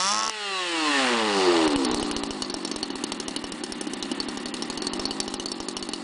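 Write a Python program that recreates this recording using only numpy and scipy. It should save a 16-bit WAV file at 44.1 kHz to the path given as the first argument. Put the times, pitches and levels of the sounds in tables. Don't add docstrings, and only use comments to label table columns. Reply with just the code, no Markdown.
import sys
import numpy as np
from scipy import signal
from scipy.io import wavfile
from scipy.ndimage import uniform_filter1d

SR = 44100
rng = np.random.default_rng(int(sys.argv[2]) if len(sys.argv) > 2 else 0)


def boost(x):
    u = np.asarray(x, float) / 20
    return 10 ** u


def materialize(psi):
    bounded = np.clip(np.atleast_2d(psi).T, -1, 1)
    quanta = np.round(bounded * 32767).astype(np.int16)
    wavfile.write(sys.argv[1], SR, quanta)


N = 265923
BASS_HZ = 170
SKIP_FROM_S, SKIP_UNTIL_S = .1357, .2961


def ring(x, modes):
    total = 0
    for k, (hz, width_hz, db) in enumerate(modes):
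        b, a = signal.iirpeak(hz, hz / width_hz, fs=SR)
        total = total + (-1) ** k * boost(db) * signal.lfilter(b, a, x)
    return total


def clicks(at, size):
    whole = np.clip(at, 0, N - 2).astype(int)
    part = at - whole
    return np.bincount(whole, size * (1 - part), N) + np.bincount(whole + 1, size * part, N)


def held(x, db, span_s=0.11):
    return x * boost(db) / np.sqrt(uniform_filter1d(x ** 2, int(span_s * SR)) + 1e-12)


def struck(at, db, modes, burst_s, rough):
    push = np.exp(-np.arange(int(8 * burst_s * SR)) / (burst_s * SR))
    grain = 1 - rough + rough * rng.standard_normal(N)
    trials = push * grain[:12 * len(push)].reshape(12, -1)
    typical = np.abs(ring(np.pad(trials, ((0, 0), (0, 400))), modes)).max(axis=1).mean()
    blows = signal.fftconvolve(clicks(at, boost(db)), push)[:N]
    return ring(blows * grain, modes) / typical


# (time_s, turns_per_s)
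SPEED = [(0, 180), (.13, 210.9), (.2, 218), (.28, 221.1), (.33, 217.4), (.5, 195.5), (.9, 146.4),
         (1.1, 121.6), (1.3, 103.5), (1.5, 87.7), (1.7, 75.4), (1.9, 62.5), (2.45, 51), (3.0, 37),
         (3.9, 32), (4.6, 36), (5.1, 54), (6.03, 47)]


def speed(size=N):
    return np.interp(np.arange(size) / SR, *np.transpose(SPEED))


def crank():
    turns = np.cumsum(speed()) / SR
    marks = (SR * np.array([SKIP_FROM_S, SKIP_UNTIL_S] + [row[0] for row in FIRINGS])).astype(int)
    whole = np.cumsum(np.round(np.diff(turns[marks], prepend=0)))
    return turns + np.interp(np.arange(N), marks, whole - turns[marks])


def slowness(turns):
    return np.clip(uniform_filter1d(35 / SR / np.gradient(turns), 2000), 0, 1)


def throttle(size=N):
    shut_s = .3
    return np.interp(np.arange(size) / SR, [shut_s - .01, shut_s + .03], [1, 0])


# (time_s, level_db)
LEVEL = [(0, -36.5), (0.119, -37.5), (.27, -42), (.5, -38), (.69, -35.5), (.86, -33), (1.01, -29),
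         (1.29, -29), (1.529, -27.5), (1.71, -28), (2.1, -33.5), (2.5, -42.5), (3.73, -45.5), (4.2, -42.5),
         (4.52, -44), (5.0, -40), (5.51, -44.5), (6.03, -44.5)]


def engine_db():
    return np.interp(np.arange(N) / SR, *np.transpose(LEVEL))


# (mode_hz, width_hz, level_db)
MUFFLER = [(214.6, 95, -1), (295.4, 44.2, 5.5), (351.7, 48.5, 2), (384.4, 35.4, 1), (514, 107, -18)]
# (mode_hz, width_hz, level_db)
INTAKE = [(529, 140, -4), (788, 123, 4.5), (1007, 212, 1), (1165, 95, 3.5), (1300, 170, -4)]


def pumping(turns, muffler_db, intake_db):
    hollow_hz, hollow_width_hz = 702, 66
    sigh_s = 0.0033
    count = np.arange(np.ceil(turns[0]), turns[-1])
    place = lambda angle: np.interp(angle, turns, np.arange(N))
    slow = slowness(turns)
    each = slow[place(count).astype(int)]
    chance = rng.standard_normal((len(count), 4)).T
    first = clicks(place(count - .03 + .01 * each * chance[0]), boost(1.4 * each * chance[1]))
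    second_turn = count + .45 + 0.012 * each ** 2 * chance[3]
    second = clicks(place(second_turn), boost(1.6 * each * chance[2]))
    flutter = rng.standard_normal(N) * np.exp(-(turns % 1) / 5.8)
    push = np.hanning(int(sigh_s * SR))
    sigh = signal.fftconvolve(second, push / push.sum())[:N]
    breath = boost(-41 + 8 * slow ** 3) * flutter
    muffler = ring(first + boost(-8.5 + 9.6 * slow ** 4) * sigh + breath, MUFFLER)
    intake = ring(first + boost(-10) * second + boost(-37 + 25 * slow) * flutter, INTAKE)
    intake = signal.lfilter(*signal.iirnotch(hollow_hz, hollow_hz / hollow_width_hz, fs=SR), intake)
    merged_db = np.interp(slow, [.4, .6], [-13, 0])
    return held(muffler, muffler_db + merged_db) + held(intake, intake_db)


# (tone_hz, level_db)
TONE_COLOUR = [(100, -23), (150, -24), (200, -6.5), (250, -1.5), (310, 3.5), (420, -5.5), (560, -12.5),
               (1000, -35.5)]
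ORDER_DB = [-6.5, -1, -7.5, -2, 3.5, -3, 4.5, 0.5, -12, -4.5, -8.5]
OPEN_ORDER_DB = [6.5, -1.5, 8, 24, -35, -19, -20, -9, -14, -7, -9]
ORDER_TILT_DB = [0, 0.5, 6.5, 3.5, 5, -2, -7.5, -4, -1, -0.5, -7]
MERGE_HZ = [34, 51.5, 68.2]
APART_DB = [-25.5, -16]


def tones(turns):
    wobble_turns = 0.03
    hz, colour_db = np.transpose(TONE_COLOUR)
    steps = np.repeat(rng.standard_normal((len(ORDER_DB), N // 900 + 1)), 900, axis=1)
    waver = uniform_filter1d(steps, 900)[:, :N]
    rate, opened = speed(), throttle()
    common_db = engine_db() + np.interp(rate, MERGE_HZ, APART_DB + [0])
    octaves = np.log2(rate / 90)
    turns = turns + wobble_turns * slowness(turns) * waver[-1]
    total = 0
    for k in range(len(ORDER_DB)):
        multiple = k + 1
        level_db = common_db + ORDER_DB[k] + ORDER_TILT_DB[k] * octaves + OPEN_ORDER_DB[k] * opened
        level_db = level_db + np.interp(np.log(multiple * rate), np.log(hz), colour_db) + 2.6 * waver[k]
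        total = total + boost(level_db) * np.sqrt(2) * np.sin(2 * np.pi * multiple * turns + multiple ** 2)
    return total


# (mode_hz, width_hz, level_db)
BELL = [(980, 350, -12), (1110, 197, 18), (1330, 580, 11.5), (3495, 68, 12.5)]
# (mode_hz, width_hz, level_db)
WHISTLE = [(3480, 110, 0)]
# (mode_hz, width_hz, level_db)
THROAT = [(300, 53, -7.5), (1050, 830, -4), (2480, 1300, -41), (4600, 380, -2.5), (5540, 260, 8),
          (6200, 95, 8.5), (7170, 630, -0.5), (9830, 510, -3)]
SKIP_TURNS = [2] * 8 + [3] + [2] * 3 + [3, 3, 4]


def roar(turns):
    full_until_s, full_db, skip_db, rasp_db = .129, -14, -14, -25
    fired = np.round(turns[int(SKIP_FROM_S * SR)]) + np.cumsum([0] + SKIP_TURNS)
    sucks = np.interp(np.arange(np.ceil(turns[0]), fired[-1] + 1), turns, np.arange(N))
    full = sucks[sucks < full_until_s * SR]
    bellow_db = np.interp(sucks / SR, [0, .1, .26, .31], [-23.5, -21.5, -25.5, -32])
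    bellow = struck(sucks, bellow_db, BELL, burst_s=.0001, rough=0.26)
    whistle = struck(full, np.full(len(full), -26.), WHISTLE, burst_s=.0001, rough=0.23)
    crack_db = np.r_[np.full(len(full), full_db), np.full(len(fired), skip_db)]
    crack_db = crack_db + 0.97 * rng.standard_normal(len(crack_db))
    rasp = struck(full, np.full(len(full), rasp_db), THROAT[3:], burst_s=0.0016, rough=0.67)
    crack_at = np.r_[full, np.interp(fired, turns, np.arange(N))]
    cracks = struck(crack_at, crack_db + 3, THROAT, burst_s=.00006, rough=.2)
    return bellow + whistle + rasp + cracks


# (start_s, crack_db, thump_re_crack_db, can_re_crack_db)
SETTLING = [(1.6773, -8.5, -51.5, -19), (1.76, -6.5, -47, -15.5), (1.848, -7, -63, -37),
            (1.897, -19, -43, -28), (1.913, -7.5, -52, -33), (1.9446, -7.5, -48.5, -47),
            (1.996, -11, -52, -29), (2.0275, -8, -47, -18), (2.1122, -8, -54, -26),
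            (2.1641, -7.5, -49.5, -24), (2.2349, -10, -52, -25), (2.3061, -9.5, -50, -23),
            (2.421, -8.5, -54.5, -24), (2.499, -17, -54.5, -29), (2.5407, -11, -51.5, -32),
            (2.6486, -8, -66.5, -35), (2.7137, -14.5, -60, -29), (2.7602, -12.5, -51, -33),
            (2.829, -12.5, -53, -23.5), (2.9026, -17.5, -56, -22), (2.9548, -16, -52, -39)]
# (start_s, crack_db, thump_re_crack_db, can_re_crack_db)
SLOW_IDLE = [(3.038, -10, -68, -23.5), (3.1193, -10.5, -54.5, -36), (3.2, -11.5, -58, -28),
             (3.281, -9, -55, -31), (3.362, -8.5, -60, -24), (3.4403, -17, -45, -20.5),
             (3.52, -13.5, -53, -29.5), (3.636, -12.5, -62, -29), (3.721, -12, -52.5, -37),
             (3.8102, -14, -62, -30), (3.8693, -21, -63, -24), (3.934, -12, -58, -27),
             (4.0255, -13.5, -53, -24), (4.1147, -15, -59.5, -17.5), (4.2011, -10.5, -54, -37),
             (4.2846, -13.5, -53, -43), (4.372, -13.5, -55, -28), (4.4569, -10.5, -56, -37),
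             (4.5398, -10, -58, -27.5), (4.622, -12, -61, -30), (4.6998, -12.5, -53, -35)]
# (start_s, crack_db, thump_re_crack_db, can_re_crack_db)
FAST_IDLE = [(4.7742, -13.5, -51, -25), (4.82, -16, -56, -27), (4.8682, -9, -56, -58),
             (4.9335, -12.5, -51, -23), (4.9947, -9.5, -49.5, -34), (5.0535, -10, -52.5, -40),
             (5.1083, -15.5, -48, -19), (5.2009, -9, -54, -44), (5.2782, -13.5, -50.5, -25),
             (5.3393, -11.5, -52, -26), (5.397, -15.5, -49.5, -17.5), (5.458, -14, -53, -32),
             (5.5167, -14, -56, -34), (5.6018, -13.5, -49, -34), (5.6844, -9, -65, -32),
             (5.767, -11, -54.5, -22), (5.8255, -14, -51, -26), (5.8887, -14, -57, -35),
             (5.934, -12, -57, -22.5)]
FIRINGS = SETTLING + SLOW_IDLE + FAST_IDLE
# (mode_hz, width_hz, level_db)
CRACK = [(770, 210, -11), (1980, 1500, -38), (3680, 2500, -15), (5100, 3300, -12), (5460, 140, -1),
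         (6300, 260, -10), (7740, 360, -13.5), (8800, 290, -9), (9730, 380, -11)]
# (mode_hz, width_hz, level_db)
SNAP = [(1520, 1100, -13.5), (4400, 2050, -0.5), (6170, 1170, -1), (9210, 1800, -1.5)]
# (mode_hz, width_hz, level_db)
CAN = [(2934, 22, 0)]
# (mode_hz, width_hz, level_db)
PIPE = [(4397, 170, 0), (4690, 370, -8.5)]
# (start_s, level_db)
PIPE_RINGS = [(1.6773, -24), (1.7042, -30), (1.7596, -18), (1.787, -29), (1.8484, -29), (1.9447, -28),
              (1.9726, -24), (2.029, -29), (2.0549, -34), (2.1123, -21), (2.139, -29), (2.1633, -19),
              (2.1921, -33), (2.2155, -28), (2.2355, -29), (2.2629, -33), (2.2894, -33), (2.306, -29),
              (2.403, -33), (2.4211, -14), (2.447, -27), (2.498, -22), (2.5205, -36), (2.5403, -31),
              (2.6032, -35), (2.6502, -19.5), (2.6755, -34), (2.7135, -23), (2.7374, -34), (2.7603, -31),
              (2.829, -22), (2.8556, -32), (2.903, -29), (2.9269, -40), (2.9554, -26), (2.9818, -38),
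              (3.0373, -19.5), (3.0646, -45), (3.0911, -41), (3.119, -33), (3.1449, -39), (3.2008, -19),
              (3.2253, -39), (3.2811, -30), (3.3086, -41), (3.3624, -21), (3.3899, -37), (3.4403, -31),
              (3.4677, -38), (3.5197, -34), (3.6079, -38), (3.6361, -28), (3.7216, -39), (3.7486, -38),
              (3.8099, -35),
              (3.8698, -42), (3.9341, -36), (3.9636, -40), (3.9925, -39), (4.0259, -36), (4.1157, -31),
              (4.1427, -46), (4.201, -18), (4.2863, -24), (4.3128, -40), (4.3721, -27), (4.3981, -39),
              (4.4565, -22), (4.4829, -38), (4.5403, -32), (4.5677, -39), (4.6231, -35), (4.7019, -31),
              (4.7757, -28), (4.8022, -26), (4.8211, -26), (4.8451, -26), (4.869, -15), (4.895, -32),
              (4.9344, -25), (4.9603, -37), (4.9952, -27), (5.0222, -38), (5.0536, -17), (5.08, -36),
              (5.1085, -15), (5.1359, -39), (5.2023, -14), (5.2292, -29), (5.2591, -38), (5.2786, -32),
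              (5.3389, -21), (5.3664, -29), (5.3983, -29), (5.4253, -39), (5.4582, -17.5), (5.4851, -25),
              (5.518, -25), (5.5594, -39), (5.6023, -28), (5.6847, -24), (5.7665, -34), (5.8268, -26),
              (5.8533, -44), (5.8892, -32), (5.9116, -42), (5.9341, -20), (5.961, -36), (5.9915, -46),
              (6.0069, -29)]
# (mode_hz, width_hz, level_db)
BARK = [(318.7, 47, 0)]


def pops(turns):
    idle_db, bark_follows = -44, 0.29
    thump_re_engine_db, bark_re_engine_db, bark_per_thump = -24.5, 12, -0.81
    tail_db, tail_s, colour_scatter_db = -16.5, 0.005, 2.5
    snap_db, snap_lag_s = -7, 0.001207
    wall_s, wall_db = .027, -18
    s, db, thump_db, can_db = np.transpose(FIRINGS)
    at = s * SR
    level_db = engine_db()[at.astype(int)]
    excess_db = np.clip(db + thump_db - level_db - thump_re_engine_db, -8, 12)
    bark_db = idle_db + bark_follows * (level_db - idle_db) + bark_re_engine_db + bark_per_thump * excess_db
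    ring_s, ring_db = np.transpose(PIPE_RINGS)
    lean_db = colour_scatter_db * rng.standard_normal((len(s), 2)).T
    body = struck(at, db - 10, CRACK[:5], burst_s=0.0014, rough=0.8)
    edge = struck(at, db - 10.5 + lean_db[0], CRACK[5:], burst_s=0.0027, rough=0.75)
    tail = struck(at, db + tail_db + lean_db[1], FINS[:5], burst_s=tail_s, rough=0.87)
    snap = struck((s + snap_lag_s) * SR, db + snap_db, SNAP, burst_s=0.0001, rough=0.43)
    can = struck(at, db + can_db + 5, CAN, burst_s=.00006, rough=.1)
    pipe = struck(ring_s * SR, ring_db - 3, PIPE, burst_s=0.00034, rough=0.46)
    bark = struck(at, bark_db + 4, BARK, burst_s=0.00013, rough=0.07)
    knock_db = db + wall_db + 1.8 * rng.standard_normal(len(s))
    knock = struck((s + wall_s) * SR, knock_db, FINS, burst_s=0.0033, rough=0.99)
    direct = body + edge + tail + snap + can + pipe + bark + knock
    dull = signal.lfilter(*signal.butter(2, 6000, fs=SR), direct)
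    heard = direct
    for echo_s, echo_db in ((0.0033, -5.0), (0.0049, -11.5), (.011, -10.0)):
        heard = heard + boost(echo_db) * np.roll(dull, int(echo_s * SR))
    return heard


# (delay_ms, level_db)
SLAPS = [
    (0.201, -8),
    (0.909, -8),
    (2.9, -10),
    (4.401, -9.5),
]
# (mode_hz, width_hz, level_db)
CASE = [(1420, 190, -5), (1776, 82, -0.5), (1937, 133, 1), (2176, 670, -6), (2830, 160, 0),
        (3030, 145, -3.5), (3600, 570, -6.5)]
# (mode_hz, width_hz, level_db)
FINS = [(4235, 970, -1), (4453, 170, -2.5), (4394, 235, -5), (5820, 860, -3.5), (6300, 930, -5),
        (8020, 950, -7), (9050, 690, -8.5)]
# (mode_hz, width_hz, level_db)
AIR = [(8800, 4200, 0)]


def rattle(turns, rattle_db, hiss_db):
    air_db = -62.5
    count = np.arange(np.ceil(turns[0]), turns[-1])
    slow = slowness(turns)
    slap = 0
    for delay_ms, db in SLAPS:
        at = np.minimum(np.interp(count, turns, np.arange(N)) + delay_ms * SR / 1000, N - 2)
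        chance = np.clip(rng.standard_normal(len(count)), -2, 1.3)
        slap = slap + clicks(at, boost(db + 16.5 * slow[at.astype(int)] * chance))
    swell = 1.6 + np.exp(-(turns % 1) / 0.5)
    case = ring(slap + boost(-39 + 30 * slow) * swell * rng.standard_normal(N), CASE)
    fins = ring(slap + boost(-27 + 15 * slow) * swell * rng.standard_normal(N), FINS)
    air = held(ring(swell * rng.standard_normal(N), AIR), air_db + 12 * slow)
    return held(case, rattle_db) + held(fins, hiss_db) + air


def near(at_hz, within_hz, size=N):
    return -6 * ((speed(size) - at_hz) / within_hz) ** 2 - 25 * throttle(size)


# (crank_multiple, level_re_engine_db, at_turns_per_s, within_turns_per_s)
WHINE = [(6, 3, 178.3, 20.3), (7, 2, 147.3, 8), (6, 3, 146, 3.3), (8, 0, 148.5, 9.2),
         (10, -1.5, 178.6, 7.9), (14, -1.5, 221, 14), (15, -3, 185, 10), (17, -2, 164, 10),
         (19, -3, 144, 4.6), (13, 0, 142, 5.5), (16, -9, 194, 17), (21, -2.5, 197, 14), (23, -8.5, 155, 13),
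         (20, -4, 157, 8.8), (8, -14, 95, 4.3), (4, 3.5, 82, 17.6), (9, -12.5, 112, 8.3), (7, -12.5, 86, 9),
         (14, -5, 182, 26), (18, -5, 170, 22), (28, -6, 150, 8.2), (12, -11, 141, 8.5)]
# (mode_hz, width_hz, level_re_engine_db, at_turns_per_s, within_turns_per_s)
BUZZ = [(1780, 960, 1, 131.7, 17), (4440, 910, -4, 95, 9.4), (2800, 450, -15, 102, 8.5),
        (3080, 400, -15, 200, 12)]


def whine(turns):
    size = 2 * SR
    steps = np.repeat(rng.standard_normal((len(WHINE), N // 1800 + 1)), 1800, axis=1)
    waver = uniform_filter1d(steps, 1800)[:, :size]
    base_db = engine_db()
    sing = 0
    for k, (multiple, db, at_hz, within_hz) in enumerate(WHINE):
        level_db = base_db[:size] + db + near(at_hz, within_hz, size) + 3.5 * waver[k]
        tone = np.sin(2 * np.pi * np.round(multiple) * turns[:size] + k)
        sing = sing + boost(level_db) * np.sqrt(2) * tone
    shake = rng.standard_normal(N) * (0.71 + np.exp(-(turns % 1) / 0.28))
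    buzz = 0
    for hz, width_hz, db, at_hz, within_hz in BUZZ:
        part = ring(shake, [(hz, width_hz, 0)])
        buzz = buzz + held(part, base_db + db + near(at_hz, within_hz), span_s=.3)
    return np.pad(sing, (0, N - size)) + buzz


def thumps(rumble_db):
    spike_s, spike_db, spike_lag_s = 0.0011, 42.5, 0.0012
    s, db, thump_db = np.transpose(FIRINGS)[:3]
    blasts = clicks((s + spike_lag_s) * SR, -boost(db + thump_db))
    shifts = signal.fftconvolve(blasts, boost(21.0) * np.hanning(int(0.01 * SR)))[:N]
    spikes = signal.fftconvolve(blasts, boost(spike_db) * np.hanning(int(spike_s * SR)))[:N]
    rumble = ring(rng.standard_normal(N), [(24, 13, -3), (140, 150, -6.5)])
    rumble = held(rumble, rumble_db, span_s=.9)
    return signal.lfilter(*signal.butter(1, 14, "high", fs=SR), shifts + spikes + rumble)


# (start_s, inward_spike_db, excess_over_threshold_db)
OVERLOADS = [(1.6785, -9, 8), (1.7615, -6, 8.5), (1.9462, -10, 7), (2.029, -13, 5), (2.1135, -12, 3.5),
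             (2.1655, -16, 3), (2.2365, -14, 2.5), (2.3075, -17, 2)]


def jolts():
    jolt_s = 0.00019
    s, spike_db, _ = np.transpose(OVERLOADS)
    hits = clicks((s - jolt_s) * SR, -boost(spike_db))
    spikes = signal.fftconvolve(hits, np.hanning(int(jolt_s * SR)))[:N]
    return signal.lfilter(*signal.butter(2, BASS_HZ, "high", fs=SR), spikes)


# (dip_share, release_s)
DUCK = [(0.8, .012), (0.55, .12)]


def limiter():
    s, _, excess_db = np.transpose(OVERLOADS)
    trips = clicks(s * SR, excess_db)
    dip_db = 0
    for share, release_s in DUCK:
        dip_db = dip_db + share * signal.lfilter([1], [1, -np.exp(-1 / (release_s * SR))], trips)
    return boost(-dip_db)


def dropouts():
    grid_s, grid_lag_s, blast_s = .036, .008, .011
    before_hz, after_hz, edge_spread = 3970, 5660, 0.15
    before_db, after_db, noticed_db = -31.5, -43, 15
    s, db = np.transpose(FIRINGS)[:2]
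    stands_out = db > engine_db()[(s * SR).astype(int)] + noticed_db
    s = np.r_[SKIP_UNTIL_S, s[stands_out]]
    start_s = np.floor((s - grid_lag_s) / grid_s) * grid_s + grid_lag_s
    chance = rng.standard_normal((len(s), 3)).T
    before_edge_hz, after_edge_hz = np.outer([before_hz, after_hz], np.ones(len(s))) * np.exp(
        edge_spread * chance[:2])
    before = np.c_[start_s, s - start_s - .001, before_edge_hz, np.full(len(s), before_db)]
    after_lost_db = np.minimum(after_db + 8 * chance[2], -6)
    after = np.c_[s + blast_s, start_s + grid_s - s - blast_s, after_edge_hz, after_lost_db]
    rows = np.r_[before, after[1:]]
    return rows[rows[:, 1] > .004]


def patchy_treble(x):
    early_top_hz, early_until_s = 10020, 1.65
    patchy_from_s, patchy_above_hz, patchy_share, patchy_db = 1.45, 4800, .2, -12
    hz, s, spectrum = signal.stft(x, SR, nperseg=256, noverlap=192)
    keep = np.ones(spectrum.shape[-2:])
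    keep[np.outer(hz > early_top_hz, s < early_until_s)] = boost(-35)
    luck = np.kron(rng.random((len(hz) // 4 + 1, len(s) // 4 + 1)), np.ones((4, 4)))
    luck = luck[:len(hz), :len(s)]
    patchy_time = (s > patchy_from_s) | (np.abs(s - .27) < .07)
    keep[np.outer(hz > patchy_above_hz, patchy_time) & (luck < patchy_share)] = boost(patchy_db)
    for start_s, length_s, edge_hz, lost_db in dropouts():
        inside = np.outer(hz > edge_hz, (s > start_s - .001) & (s < start_s + length_s + .001))
        survive = np.outer(np.exp(-np.abs(hz - edge_hz) / 3500), .8 - .6 * (s - start_s) / length_s)
        keep[inside & (luck > survive)] = boost(lost_db)
    return signal.istft(spectrum * keep, SR, nperseg=256, noverlap=192)[1][:, :N]


# (turns_per_s, muffler_db, rattle_db, hiss_db, rumble_db)
BALANCE_BY_SPEED = [(30.7, 8.5, 1.5, -5, -16), (60.8, 7, -6.5, -1, -25.5), (78.5, -15, -3.5, -5.5, -27),
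                    (102, -2, -2, -9.5, -25), (150, -27, 1.5, -1, -40), (232, 2, 5.5, -1, -27)]


def scene():
    pull_hiss_db, pull_rattle_db, open_rumble_db = 5, -1, 14
    turns = crank()
    rate, opened, level_db = speed(), throttle(), engine_db()
    hz, *columns = np.transpose(BALANCE_BY_SPEED)
    muffler_db, rattle_db, hiss_db, rumble_db = (level_db + np.interp(rate, hz, c) for c in columns)
    pull = opened * (rate.max() - rate) / 40
    engine = pumping(turns, muffler_db, level_db) + roar(turns) + pops(turns)
    engine = engine + rattle(turns, rattle_db + pull_rattle_db * opened, hiss_db + pull_hiss_db * pull)
    bass_cut = signal.butter(4, BASS_HZ, "high", fs=SR, output="sos")
    heard = signal.sosfilt(bass_cut, engine) + tones(turns) + whine(turns)
    heard = heard * limiter() + jolts() + thumps(rumble_db + open_rumble_db * opened)
    return np.array([heard, heard])


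def roll_off(x):
    return signal.sosfilt(signal.butter(12, 11380, fs=SR, output="sos"), x)


def record(dry):
    top_cut = signal.ellip(10, .3, 60, 10280, fs=SR, output="sos")
    mix = patchy_treble(signal.sosfilt(top_cut, dry))
    return roll_off(mix)


dry = scene()
out = record(dry)
materialize(out)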